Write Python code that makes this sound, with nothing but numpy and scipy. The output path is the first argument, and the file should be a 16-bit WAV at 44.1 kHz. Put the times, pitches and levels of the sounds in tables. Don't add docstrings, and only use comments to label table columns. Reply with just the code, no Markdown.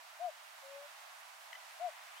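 import sys
import numpy as np
from scipy import signal
from scipy.fft import rfft, irfft
from scipy.io import wavfile

SR = 44100
rng = np.random.default_rng(int(sys.argv[2]) if len(sys.argv) > 2 else 0)


def transcribe(u):
    v = np.clip(np.atleast_2d(u).T, -1, 1)
    q = np.round(v * 32767).astype(np.int16)
    wavfile.write(sys.argv[1], SR, q)


N = 97020
TIME = np.arange(N) / SR
FREQUENCIES = np.maximum(np.arange(N // 2 + 1) * SR / N, 1)


def from_db(db):
    return 10 ** (np.asarray(db) / 20)


def rms_one(x):
    return x / np.sqrt(np.mean(x ** 2) + 1e-20)


def in_time(rows):
    times, *columns = np.transpose(rows)
    return [np.interp(TIME, times, column) for column in columns]


def in_frequency(rows):
    hz, values = np.transpose(rows)
    return np.interp(np.log(FREQUENCIES), np.log(hz), values)


def drift(rate_hz):
    step, warm_up = 40, 2000
    memory = np.exp(-2 * np.pi * rate_hz * step / SR)
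    noise = rng.standard_normal(N // step + warm_up + 2)
    slow = signal.lfilter([1], [1, -2 * memory, memory ** 2], noise)[warm_up:]
    return np.interp(np.arange(N) / step, np.arange(len(slow)), rms_one(slow))


def pan(db):
    gains = from_db(np.array([[db], [-db]]) / 2)
    return gains / gains.mean()


def tone(hz):
    return np.sqrt(2) * np.sin(2 * np.pi * (np.cumsum(hz) / SR + rng.random()))


def fade(t, length, rise_s, fall_s):
    fade_in = np.sin(np.pi / 2 * np.clip(t / rise_s, 0, 1))
    fade_out = np.sin(np.pi / 2 * np.clip((length - t) / fall_s, 0, 1))
    return (fade_in * fade_out) ** 2


def gorse_echo(sound, db):
    tails = rng.standard_normal((2, SR)) * from_db(-60 * TIME[:SR] / 0.35)
    echoes = [signal.fftconvolve(sound, tail / np.linalg.norm(tail))[:N] for tail in tails]
    return from_db(db) * np.array(echoes)


def breeze():
    # (frequency [Hz], relative level [dB])
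    colour = [(60, -50), (200, -54), (330, -44), (420, -28), (520, -14), (640, 1), (950, 2.5), (1400, 0.5),
              (2200, -2), (3200, -5.5), (5000, -9.5), (8000, -13), (12500, -17), (15500, -20)]
    # (time [s], level [dB])
    strength = [(0, -57), (0.5, -57), (1.0, -56), (1.4, -56.5), (1.8, -56), (2.2, -56)]
    # (frequency [Hz], left over right [dB])
    balance = [(200, -3.5), (400, -5.5), (1300, -3.6), (2400, -3.5), (4400, -3), (8000, -1.8), (15000, 0.2)]
    # (frequency [Hz], likeness [0 to 1])
    likeness = [(200, 0.21), (600, 0.097), (1200, 0.013), (2500, 0.081), (5000, 0.2), (9000, 0.34),
                (14000, 0.42)]
    shared, opposite = rfft(rng.standard_normal((2, N)))
    alike = in_frequency(likeness)
    sides = np.array([[1], [-1]])
    air = np.sqrt(1 + alike) * shared + np.sqrt(1 - alike) * opposite * sides
    air *= from_db(in_frequency(colour) + sides * in_frequency(balance) / 2)
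    octave = np.clip(np.log2(FREQUENCIES / 500), 0, 5)
    hiss = 0
    for k in range(6):
        band = irfft(air * np.maximum(1 - np.abs(octave - k), 0), N)
        hiss += band * from_db(0.71 * drift(rate_hz=11))
    level_db, = in_time(strength)
    return from_db(level_db) * hiss / np.std(hiss.mean(axis=0))


def gorse_rustle():
    # (time [s], level [dB])
    gust = [(1.55, -86.5), (1.68, -67.5), (1.85, -63), (2.0, -64), (2.2, -65.5)]
    centre_hz, width_octaves = 1900, 0.7
    grains = rng.standard_normal(N) * from_db(0.5 * drift(rate_hz=70))
    band = np.exp(-(np.log2(FREQUENCIES / centre_hz) / width_octaves) ** 2 / 2)
    rustle = rms_one(irfft(rfft(grains) * band, N))
    level_db, = in_time(gust)
    return from_db(level_db) * rustle * pan(db=12.5)


def twig_ticks():
    # (start [s], level [dB], pitch [Hz], time to fade 60 dB [s], left over right [dB])
    knocks = [(0.9457, -54, 1350, 0.03, -6.5), (0.9505, -46, 1130, 0.02, -3), (2.0715, -53, 2300, 0.016, 8),
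              (2.089, -54, 2550, 0.016, 6), (2.1652, -51, 2520, 0.016, 12)]
    ticks = 0
    for start, db, hz, ring_s, pan_db in knocks:
        t = np.maximum(TIME - start, 0)
        soft_contact = np.sin(np.pi / 2 * np.minimum(t * hz / 2, 1)) ** 2
        ring = from_db(db - 60 * t / ring_s) * tone(np.full(N, hz))
        ticks += soft_contact * ring * pan(pan_db)
    return ticks


def bird_whistle():
    # (time [s], pitch [Hz], level [dB])
    slide = [(2.128, 2110, -85), (2.142, 2396, -65), (2.16, 2980, -65), (2.18, 3130, -62.5),
             (2.2, 3300, -65)]
    hz, level_db = in_time(slide)
    started = TIME > slide[0][0]
    return from_db(level_db) * started * tone(hz) * pan(db=14)


def bird_chirps():
    # (start [s], length [s], fade-in [s], middle pitch [Hz], glide [Hz/s],
    # level [dB], left over right [dB])
    notes = [(1.528, 0.009, 0.0031, 1000, -28000, -42, 8), (1.5470, 0.019, 0.008, 1006, -300, -48, 8)]
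    # (multiple of the pitch [times], relative level [dB])
    harmonics = [(1, -20), (2, -3), (3, -8.5), (4, -20), (5, -22.5), (6, -22)]
    chirps = 0
    for start, length, rise_s, hz, glide, db, pan_db in notes:
        t = TIME - start
        pitch = hz + glide * (np.clip(t, 0, length) - length / 2)
        pitch *= 1 + 0.01017 * drift(rate_hz=200)
        voice = sum(from_db(tone_db) * tone(multiple * pitch) for multiple, tone_db in harmonics)
        chirps += from_db(db) * fade(t, length, rise_s, length - rise_s) * voice * pan(pan_db)
    return chirps + gorse_echo(chirps.mean(axis=0), db=-11.5)


def hoot(note, rise_s, fall_s, arch_hz, swell_db, peak_delay_s):
    middle, length, hz, db, glide = note
    t = np.clip(TIME - middle, -length / 2, length / 2)
    end_drop_hz = arch_hz * np.abs(2 * t / length) ** 2.23
    pitch = (hz - end_drop_hz + glide * t) * (1 + 0.0025 * drift(rate_hz=28))
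    level_db = db - swell_db * np.abs(t - peak_delay_s) * 2 / length
    flutter_db = 0.22 * drift(rate_hz=45)
    roughness = 1 + 0.038 * drift(rate_hz=101)
    loudness = from_db(level_db + flutter_db) * fade(t + length / 2, length, rise_s, fall_s)
    return loudness * roughness * tone(pitch)


def cuckoo():
    # (middle time [s], length [s], middle pitch [Hz], peak level [dB], glide [Hz/s])
    cuck_notes = [(0.2500, 0.126, 722, -37, -450), (1.8491, 0.12, 721.4, -36.5, -330)]
    # (middle time [s], length [s], middle pitch [Hz], peak level [dB], glide [Hz/s])
    coo_note = (0.75, 0.27, 559, -51.5, 164)
    cucks = sum(hoot(note, rise_s=0.029, fall_s=0.033, arch_hz=178, swell_db=8, peak_delay_s=0.004)
                for note in cuck_notes)
    coo = hoot(coo_note, rise_s=0.036, fall_s=0.03, arch_hz=-6, swell_db=6.5, peak_delay_s=0.014)
    left, right = cucks * pan(db=9) + coo * pan(db=6.5)
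    left = np.interp(TIME - 0.00003, TIME, left)
    return np.array([left, right]) + gorse_echo(cucks + coo, db=-23)


def scene():
    return breeze() + gorse_rustle() + twig_ticks() + bird_whistle() + bird_chirps() + cuckoo()


def record(dry):
    cutoff_hz = 15800
    return signal.sosfilt(signal.ellip(12, 0.1, 70, cutoff_hz, fs=SR, output="sos"), dry)


dry = scene()
out = record(dry)
transcribe(out)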